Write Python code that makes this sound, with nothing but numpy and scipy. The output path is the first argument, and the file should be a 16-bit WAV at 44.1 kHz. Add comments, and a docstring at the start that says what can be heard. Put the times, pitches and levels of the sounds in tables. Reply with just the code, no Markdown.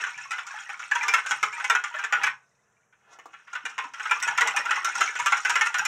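"""A wire whisk clatters in a glass bowl of thin milky liquid; it rests, changes grip and goes on faster.
Its loops land in quick bunches, and each impact excites modes of steel and glass that the liquid damps.
Between the blows the liquid sloshes and fizzes with resonating bubbles. The bowl rocks softly on its
base, and all is heard close by in a small, briefly reverberant kitchen over a faint steady hiss."""
import sys
import numpy as np
from scipy import signal
from scipy.fft import rfft, irfft
from scipy.io import wavfile

SR = 44100
rng = np.random.default_rng(int(sys.argv[2]) if len(sys.argv) > 2 else 0)


def transcribe(u):
    """Save the signal u as a 16-bit wav file named by the first command-line argument.

    u: samples, shape (n,) or (channels, n), limited to [-1, 1]; the rate is SR.
    q: integer samples, one column per channel.
    """
    v = np.clip(np.atleast_2d(u).T, -1, 1)
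    q = np.round(v * 32767).astype(np.int16)
    wavfile.write(sys.argv[1], SR, q)


N = 259219
RING_N = 8192  # samples in one short event
TIME, AGE = np.arange(N) / SR, np.arange(RING_N) / SR  # scene time, event time [s]


def undb(db):
    """Amplitude ratio of a level in decibels."""
    return 10 ** (np.asarray(db) / 20)


def unit(x):
    """Normalisation to unit energy."""
    return x / np.sqrt(np.sum(x ** 2) + 1e-18)


def steady(x):
    """Normalisation to unit rms."""
    return x / np.std(x)


def fade(t60):
    """Free decay: exponential, 60 dB in t60 seconds."""
    return np.exp(-np.log(1000) * AGE / t60)


def pulse(crest_s):
    """Critically damped response: a rise to 1 at crest_s, then a decay."""
    life = AGE / crest_s
    return life * np.exp(1 - life)


def add(out, s, x):
    """Superposition of x on out, starting at time s."""
    i = max(int(s * SR), 0)
    out[i:i + len(x)] += x[:max(len(out) - i, 0)]


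def through(x, response):
    """Convolution with an impulse response."""
    return signal.fftconvolve(x, response)[:len(x)]


def butter(x, hz, kind="high", order=4):
    """Butterworth filtering, by default a steep bass cut."""
    return signal.sosfilt(signal.butter(order, hz, kind, fs=SR, output="sos"), x)


def colour(spectrum, size=2048):
    """Minimum-phase impulse response of a spectrum, by folding its cepstrum."""
    hz, db = np.transpose(spectrum)
    gain = undb(np.interp(np.log(np.fft.rfftfreq(size, 1 / SR) + 1), np.log(hz), db))
    cepstrum = irfft(np.log(gain))
    cepstrum[1:size // 2] *= 2
    cepstrum[size // 2 + 1:] = 0
    return unit(irfft(np.exp(rfft(cepstrum))))


def hiss(spectrum):
    """Spectral shaping of steady white noise."""
    return steady(through(rng.standard_normal(N), colour(spectrum)))


def burst(t60):
    """Modal overlap: countless dense modes merge into decaying noise."""
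    return rng.standard_normal(RING_N) * fade(t60)


def rings(modes, detune=1.):
    """Normal modes: one damped sinusoid each."""
    return np.array([undb(db) * fade(t60) * np.sin(2 * np.pi * hz * detune * AGE)
                     for hz, db, t60 in modes])


# Spectrum of the background: (frequency [Hz], relative level [dB])
BACKGROUND_SPECTRUM = [(18, -38.5), (30, -2.5), (64, -14.5), (131, 2.5), (170, -3.5), (210, 0.5),
                       (259, -13), (473, -3), (512, -8), (554, -5), (1720, -5), (4650, -39), (6050, -9.5),
                       (8980, -25), (16000, -41)]
def background(level_db=-71):
    """Stationary noise: a faint hiss under everything."""
    return undb(level_db) * hiss(BACKGROUND_SPECTRUM)


def kitchen(x, t60=.27, wet_db=-4.5, split_hz=700.):
    """Reverberation: worktop, pots and walls return a short tail whose treble dies first."""
    noise = rng.standard_normal(RING_N)
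    low = butter(noise, split_hz, "low", order=1)
    onset = 1 - np.exp(-AGE / .005)
    tail = onset * (low * fade(t60) + (noise - low) * fade(t60 / 2))
    return x + undb(wet_db) * through(x, tail / np.linalg.norm(onset * fade(t60)))


# Bounces of the bowl: (time [s], level [dB])
BOUNCES = [(0.159, -48), (1.312, -43), (1.436, -46), (2.138, -43.5), (2.237, -40), (4.285, -42),
           (5.218, -45), (5.512, -47), (5.791, -40.5)]
def rocking(hz=130.3, t60=.15, rise_s=.015, thud_db=-16., thud_hz=210.):
    """Damped oscillation: the heavy bowl bounces on its base with a low hum and a dull thud."""
    out = np.zeros(N)
    for s, db in BOUNCES:
        detune, phase = rng.standard_normal(2)
        hum = np.sin(2 * np.pi * hz * (1 + .02 * detune) * AGE + phase)
        thud = steady(butter(rng.standard_normal(RING_N), [thud_hz / 1.3, thud_hz * 1.3], "band", 2))
        envelope = (1 - np.exp(-AGE / rise_s)) * fade(t60)
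        add(out, s, undb(db) * envelope * (hum + undb(thud_db) * thud))
    return out


# Fingers shifting on the handle: (time [s], level [dB])
FINGER_BUMPS = [(3.126, -49.5), (3.187, -41.5), (3.256, -37)]
# Response of the handle: (frequency [Hz], relative level [dB])
HANDLE_SPECTRUM = [(80, -8), (200, -13), (280, 7), (550, 5), (1100, 21.5), (2500, -15), (6000, -22)]
def grips(t60=.06):
    """Soft impact: the hand bumps the handle and excites little treble."""
    out = np.zeros(N)
    for s, db in FINGER_BUMPS:
        add(out, s, undb(db) * through(burst(t60), colour(HANDLE_SPECTRUM)))
    return out


def squeak(start_s=4.2, level_db=-39.5, slip_hz=(5300., 3300., 2350.), length_s=.012, sag=.093):
    """Stick-slip friction: one loop slips on wet glass with a tiny, rough, falling squeak."""
    out = np.zeros(N)
    pitch = 1 - sag * np.minimum(AGE / length_s, 1) + .52 * rng.standard_normal(RING_N)
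    warped_time = np.cumsum(pitch) / SR
    partials = sum(np.sin(2 * np.pi * hz * warped_time) for hz in slip_hz)
    add(out, start_s, undb(level_db) * pulse(.21 * length_s) * partials)
    return out


# Modes of the filled bowl with the wires against it: (frequency [Hz], relative level [dB], t60 [s])
BOWL_MODES = [(453, -17, .09), (622, -18, .07), (828, -4, .1), (970, -4, .06), (1039, -5, .08),
              (1213, -5, .06), (1375, 2, .07), (1511, -1, .08), (1712, -3, .07), (1945, -4, .07),
              (2117, -4, .07), (2502, -5, .06), (2703, -10, .05), (2925, -11, .06), (3234, -11, .06)]
def scrape(lowest_hz):
    """Forced vibration: the friction of sliding wires keeps the bowl's modes singing."""
    return steady(butter(through(rng.standard_normal(N), rings(BOWL_MODES).sum(axis=0)), lowest_hz))


def slide(peak_s=3.135, rise_s=.048, stop_s=.045, glass_db=-52.5, hiss_db=-55.5):
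    """Sliding friction: the resting whisk slips along the wall; the glass sings, and speed adds hiss."""
    speed = np.exp(-np.maximum((peak_s - TIME) / rise_s, (TIME - peak_s) / stop_s))
    singing = undb(glass_db) * speed * scrape(lowest_hz=350.)
    return singing + undb(hiss_db) * speed ** 3 * hiss(TICK_SPECTRUM)


# Large air pockets: (time [s], peak level [dB], first pitch [Hz], last pitch [Hz], glide time [s])
AIR_POCKETS = [(.036, -18.5, 1505, 1550, 0.013), (0.917, -12.5, 1710, 1656, 0.013),
               (.985, -37.5, 893, 853, 0.081), (1.079, -46.5, 456, 453, 0.051),
               (1.455, -47, 440, 401, 0.038), (1.712, -42, 477, 402, 0.049), (1.942, -41, 610, 630, 0.037),
               (3.639, -52, 293, 253, 0.018), (3.85, -51, 282, 270, 0.02), (4.324, -30, 693, 1190, 0.022),
               (4.405, -40.5, 470, 449, 0.057), (5.205, -36.5, 944, 1013, 0.073),
               (5.811, -31.5, 773, 980, 0.039)]
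def gulps():
    """Cavity resonance: the tone of an air pocket closing behind the whisk swells, glides and dies."""
    out = np.zeros(N)
    for s, db, first_hz, last_hz, glide_s in AIR_POCKETS:
        hz = np.interp(AGE, [0, glide_s], [first_hz, last_hz])
        add(out, s, undb(db) * pulse(.34 * glide_s) ** 2 * np.sin(2 * np.pi * np.cumsum(hz) / SR))
    return out


def bubbles(low_hz, high_hz, cycles, glide, spread_db, count):
    """Bubble resonance: each rises in pitch and decays 60 dB over its cycles; a few are loud."""
    out = np.zeros(N)
    for when, pitch, rank in rng.random((count, 3)):
        hz = low_hz * (high_hz / low_hz) ** pitch
        life = np.arange(0, 1, hz / (cycles * SR))
        amplitude = undb(-spread_db * np.log(.04 + rank)) * hz / low_hz
        tone = np.sin(2 * np.pi * cycles * life * (1 + glide * life / 2))
        add(out, when * N / SR, amplitude * np.exp(-np.log(1000) * life) * tone)
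    return out


def surge(crest_s=.027):
    """Surface waves, height 0 to 1: every strike throws one up, and it sinks back."""
    out = np.zeros(N)
    for s, *_ in IMPACTS:
        add(out, s, pulse(crest_s) ** 2)
    return np.minimum(out, 1)


def lift(pause_s=.078, lead_s=.064, plunge_s=.022):
    """Displacement out of the liquid, 0 to 1: the whisk rises in a pause and plunges with the strike."""
    out = np.zeros(N)
    times = np.array(IMPACTS)[:, 0]
    arc = np.interp(AGE, [0, lead_s / 2, lead_s, lead_s + plunge_s], [0, 1, 1, 0])
    for s in times[1:][np.diff(times) > pause_s]:
        add(out, s - lead_s, arc)
    return np.minimum(out, 1)


# Effort of the stirring: (time [s], base slosh level [dB], base fizz level [dB])
EFFORT = [(0.0, -35, -52), (0.23, -42, -55.5), (0.88, -40.5, -55), (1.08, -32, -49.5), (1.23, -33.5, -48.5),
          (1.44, -41, -50.5), (2.16, -35, -62), (2.23, -21.5, -48.5), (2.39, -80.5, -79.5),
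          (2.93, -78.5, -92.5), (3.73, -41.5, -60), (3.9, -50.5, -65), (4.04, -38, -53.5),
          (4.24, -31.5, -50.5), (4.44, -29, -52), (4.6, -26.5, -43.5), (4.68, -31.5, -52),
          (4.86, -30.5, -47.5), (4.98, -28.5, -40.5), (5.14, -34, -47.5), (5.29, -38.5, -51.5),
          (5.42, -31.5, -46), (5.76, -33, -50.5), (5.88, -40, -60)]
def stirring(trough_db=3, crest_db=-.5, slosh_lift_db=-8.5, fizz_lift_db=-7, fizz_boost_db=2.5):
    """Amplitude modulation: slosh and fizz follow effort and sink on a lift; slosh dips at each crest."""
    times, slosh_db, fizz_db = np.transpose(EFFORT)
    waves_db = np.interp(surge(), [0, 1], [trough_db, crest_db])
    lifted = lift()
    return (undb(np.interp(TIME, times, slosh_db) + waves_db + slosh_lift_db * lifted),
            undb(np.interp(TIME, times, fizz_db) + fizz_boost_db + fizz_lift_db * lifted))


def droplets(slosh_gain, fizz_gain, plop_db=-4.5, tinkle_db=-6.):
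    """Isolated resonances: single bubbles plop in the slosh, and tiny drops tinkle above the fizz."""
    plops = steady(butter(bubbles(780., 2400., cycles=120, glide=.2, spread_db=2, count=110), 700))
    tinkles = steady(butter(bubbles(5400., 7400., cycles=110, glide=.02, spread_db=3.5, count=220), 4500))
    return slosh_gain * undb(plop_db) * plops + fizz_gain * undb(tinkle_db) * tinkles


def swish(spectrum, swarm, hiss_db):
    """Flow noise of wires cutting the liquid, under bubbles smeared by reflections in the bowl."""
    flow = undb(hiss_db) * hiss(spectrum)
    smeared = through(swarm, unit(burst(t60=.025)))
    return steady(flow + steady(through(smeared, colour(spectrum))))


# Spectrum of the sloshing liquid: (frequency [Hz], relative level [dB])
SLOSH_SPECTRUM = [(100, -58.5), (280, -42), (440, -32), (680, -21.5), (790, 14.5), (1150, -1), (1450, 10),
                  (1900, -1), (2600, 3), (3600, -12), (4500, -35.5), (8000, -70.5)]
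# Spectrum of the fizzing foam: (frequency [Hz], relative level [dB])
FOAM_SPECTRUM = [(2500, -50.5), (3700, 6.5), (4600, -8), (5600, 10), (6800, 1), (8000, -1.5), (10000, -18),
                 (13000, -29.5), (16000, -27)]
def liquid(slosh_gain, fizz_gain, gurgle_db=-13.5, vigorous_db=-17.5, gentle_hz=1095.):
    """Air entrainment: strokes slosh and fizz, and vigorous ones churn up large, low-pitched bubbles."""
    medium = bubbles(650., 4200., cycles=60, glide=.08, spread_db=2.8, count=2200)
    splash = swish(SLOSH_SPECTRUM, medium, hiss_db=-7)
    small = bubbles(3000., 13000., cycles=60, glide=.02, spread_db=5, count=3500)
    foam = swish(FOAM_SPECTRUM, small, hiss_db=-3)
    large = bubbles(350., 750., cycles=40, glide=.15, spread_db=3, count=130)
    gurgle = undb(gurgle_db) * steady(butter(large, 320))
    slosh = steady(splash + undb(-6) * scrape(lowest_hz=160.))
    treble = signal.sosfiltfilt(signal.butter(3, gentle_hz, "high", fs=SR, output="sos"), slosh)
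    churn = np.minimum(slosh_gain / undb(vigorous_db), 1)
    return slosh_gain * (treble + churn * (slosh - treble + gurgle)) + fizz_gain * foam


def touch(ringing, scatter_db):
    """Modal excitation: each contact point drives the modes with its own strengths and signs."""
    count = len(ringing)
    weights = rng.choice([-1, 1], count) * undb(scatter_db * rng.standard_normal(count))
    return unit(weights @ ringing)


def bunch(loops=7, length_s=.011, scatter_db=3.5, skip_s=.045, skip_db=-6., skip_t60=.31):
    """Impulse train: the loops land in quick succession, and each skips once more along the wall."""
    pushes = np.zeros(RING_N)
    when, skip = (np.arange(loops) + rng.random((2, loops))) / loops
    force, rebound = rng.choice([-1, 1], (2, loops)) * undb(scatter_db * rng.standard_normal((2, loops)))
    when[0], force[0] = 0, 1.89  # the first loop lands hard
    np.add.at(pushes, (when * length_s * SR).astype(int), force)
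    later = ((length_s + skip * skip_s) * SR).astype(int)
    np.add.at(pushes, later, rebound * undb(skip_db) * fade(skip_t60)[later])
    return pushes


# Dense modes of the struck glass: (frequency [Hz], relative level [dB])
CLACK_SPECTRUM = [(200, -52.5), (330, -38.5), (450, -34), (680, -27), (790, -2), (1400, 7), (2400, 3.5),
                  (3300, -5.5), (4400, -25), (8000, -87.5)]
def glass_clack(pushes, ring_hz, crack_t60=.075, modes_db=-8.5, ring_db=-2., ring_t60=.059):
    """Impact response of the bowl: a crack, damped modes and one ring that the contact point favours."""
    modes = rings(BOWL_MODES, 1 + .008 * rng.standard_normal())  # swirling liquid varies the load
    crack = unit(through(burst(crack_t60), colour(CLACK_SPECTRUM)))
    body = unit(through(pushes, crack + undb(modes_db) * touch(modes, scatter_db=1.)))
    swell = through(np.abs(pushes), fade(ring_t60))
    ring = unit(swell * np.sin(2 * np.pi * (ring_hz * AGE + rng.random())))
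    return unit(body + undb(ring_db) * ring)


# High modes of the steel loops: (frequency [Hz], relative level [dB], t60 [s])
WIRE_MODES = [(5050, -9, 0.024), (5630, -32.5, 0.03), (6580, -1.5, 0.035), (7010, 17.5, 0.017),
              (7170, 12, 0.0062), (8200, -1, 0.031), (7600, -11.5, .025)]
# Dense modes of the steel: (frequency [Hz], relative level [dB])
TICK_SPECTRUM = [(2000, -37.5), (3500, 4), (4500, -5), (5600, 9), (6700, 8), (8000, -4.5), (10000, -11),
                 (13000, -38), (16000, -41.5)]
def wire_tick(pushes, peak_db, crack_t60=.026, modes_db=-7.5, spit_db=-15., hard_db=-15.5):
    """Impact response of the steel: a bright tick; harder contact adds a spit of top treble."""
    modes = rings(WIRE_MODES, 1 + .06 * rng.standard_normal())  # each loop has its own length
    crack = unit(through(burst(crack_t60), colour(TICK_SPECTRUM)))
    cushioned = pushes * fade(t60=.4)  # liquid softens the later landings
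    tick = unit(through(cushioned, crack + undb(modes_db) * touch(modes, scatter_db=8.5)))
    contact = through(pushes * fade(t60=.05), burst(t60=.016))
    spit = unit(butter(contact, [8800, 13000], "band", order=2))
    tick += undb(spit_db + 1.1 * (peak_db - hard_db)) * spit
    return undb(peak_db) * tick / np.abs(tick).max()


# Strikes of whisk on glass: (time [s], tick peak level [dB], clack level [dB], favoured ring [Hz])
IMPACTS = [(0.0104, -32, -34, 1370), (0.0381, -31.5, -25, 1517), (0.0676, -45, -28, 1446),
           (0.177, -40, -34, 1736), (0.308, -30.5, -25, 1337), (0.3274, -38, -27, 1452),
           (0.3821, -44, -26, 1388), (0.4673, -32.5, -36, 1380), (0.692, -39, -29, 1496),
           (0.7933, -37, -32, 1394), (0.822, -46, -36, 2280), (0.9126, -28, -21, 1530),
           (0.9525, -28, -19.5, 959), (1.0305, -28, -25, 1730), (1.0819, -19.5, -18.5, 2360),
           (1.1378, -19, -12, 1353), (1.1766, -39, -22, 1522), (1.2615, -28.5, -25, 1580),
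           (1.3094, -21.5, -17, 1501), (1.4287, -24, -14.5, 1278), (1.5264, -41, -31, 2366),
           (1.5996, -43, -26, 1520), (1.6423, -27.5, -21.5, 2233), (1.6987, -19, -12.5, 1370),
           (1.7506, -24, -15, 1452), (1.8386, -27, -23, 1430), (1.9407, -48, -27.5, 1390),
           (1.9867, -37.5, -27, 1583), (2.0391, -30, -22.5, 1764), (2.1247, -25, -14.5, 1460),
           (2.235, -21.5, -15, 1680), (2.2667, -30, -17, 1509), (2.9254, -71, -55, 1500),
           (3.1884, -47.5, -44, 1815), (3.257, -49, -57, 1120), (3.3328, -53, -40, 1362),
           (3.4743, -55, -43, 1400), (3.5306, -37, -31, 1408), (3.5518, -39, -25.5, 1493),
           (3.6526, -31.5, -25, 1527), (3.696, -39, -44, 1680), (3.7801, -33, -21.5, 1044),
           (3.8396, -42, -33, 963), (3.9364, -38, -34, 1363), (3.9974, -42, -27, 1495),
           (4.0538, -46, -23.5, 1290), (4.1106, -24.5, -14, 1379), (4.2258, -20.5, -23, 1468),
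           (4.2763, -25, -19, 1708), (4.3764, -22, -15.5, 1382), (4.4091, -18, -13, 1945),
           (4.4734, -21.5, -20, 2014), (4.5634, -20.5, -17, 2460), (4.6537, -32.5, -24.5, 1370),
           (4.7082, -23.5, -15.5, 1345), (4.7574, -28.5, -24, 2010), (4.8462, -18, -19.5, 1367),
           (4.9529, -25, -23.5, 1390), (5.008, -20, -13.5, 1349), (5.1542, -30, -25.5, 1483),
           (5.1908, -23.5, -21.5, 959), (5.2601, -19, -15, 1372), (5.3224, -21.5, -12.5, 1378),
           (5.3689, -28, -26, 1416), (5.449, -23.5, -16.5, 1514), (5.496, -21, -18, 1507),
           (5.5553, -22, -15.5, 1368), (5.6106, -21.5, -13.5, 1802), (5.6607, -25.5, -19.5, 1405),
           (5.7426, -24.5, -18.5, 1458), (5.7842, -19.5, -19.5, 1568), (5.8516, -19, -20, 2450)]
def clatter(blow_s=.0078, lowest_hz=400.4):
    """Impact excitation: each bunch of loops drives both the glass and the steel."""
    out = np.zeros(N)
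    blow = np.sqrt(blow_s * SR)  # a clack has the energy of its level held for blow_s
    for s, tick_db, clack_db, ring_hz in IMPACTS:
        pushes = bunch()
        clack = blow * undb(clack_db) * glass_clack(pushes, ring_hz)
        add(out, s, clack + wire_tick(pushes, tick_db))
    return butter(out, lowest_hz)  # the blows carry hardly any bass


def scene():
    """Superposition: whisk, liquid and bowl sound in the kitchen over the background hiss."""
    quiet = background()
    gains = stirring()
    whisking = clatter() + liquid(*gains) + droplets(*gains) + gulps()
    handling = slide() + squeak() + grips() + rocking()
    return (kitchen(butter(whisking + handling, hz=77.)) + quiet)[None]


def record(dry):
    """Band limiting: a steep low-pass removes the treble above 16.3 kHz."""
    return signal.sosfilt(signal.ellip(10, .2, 70, 16300, fs=SR, output="sos"), dry)


dry = scene()
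out = record(dry)
transcribe(out)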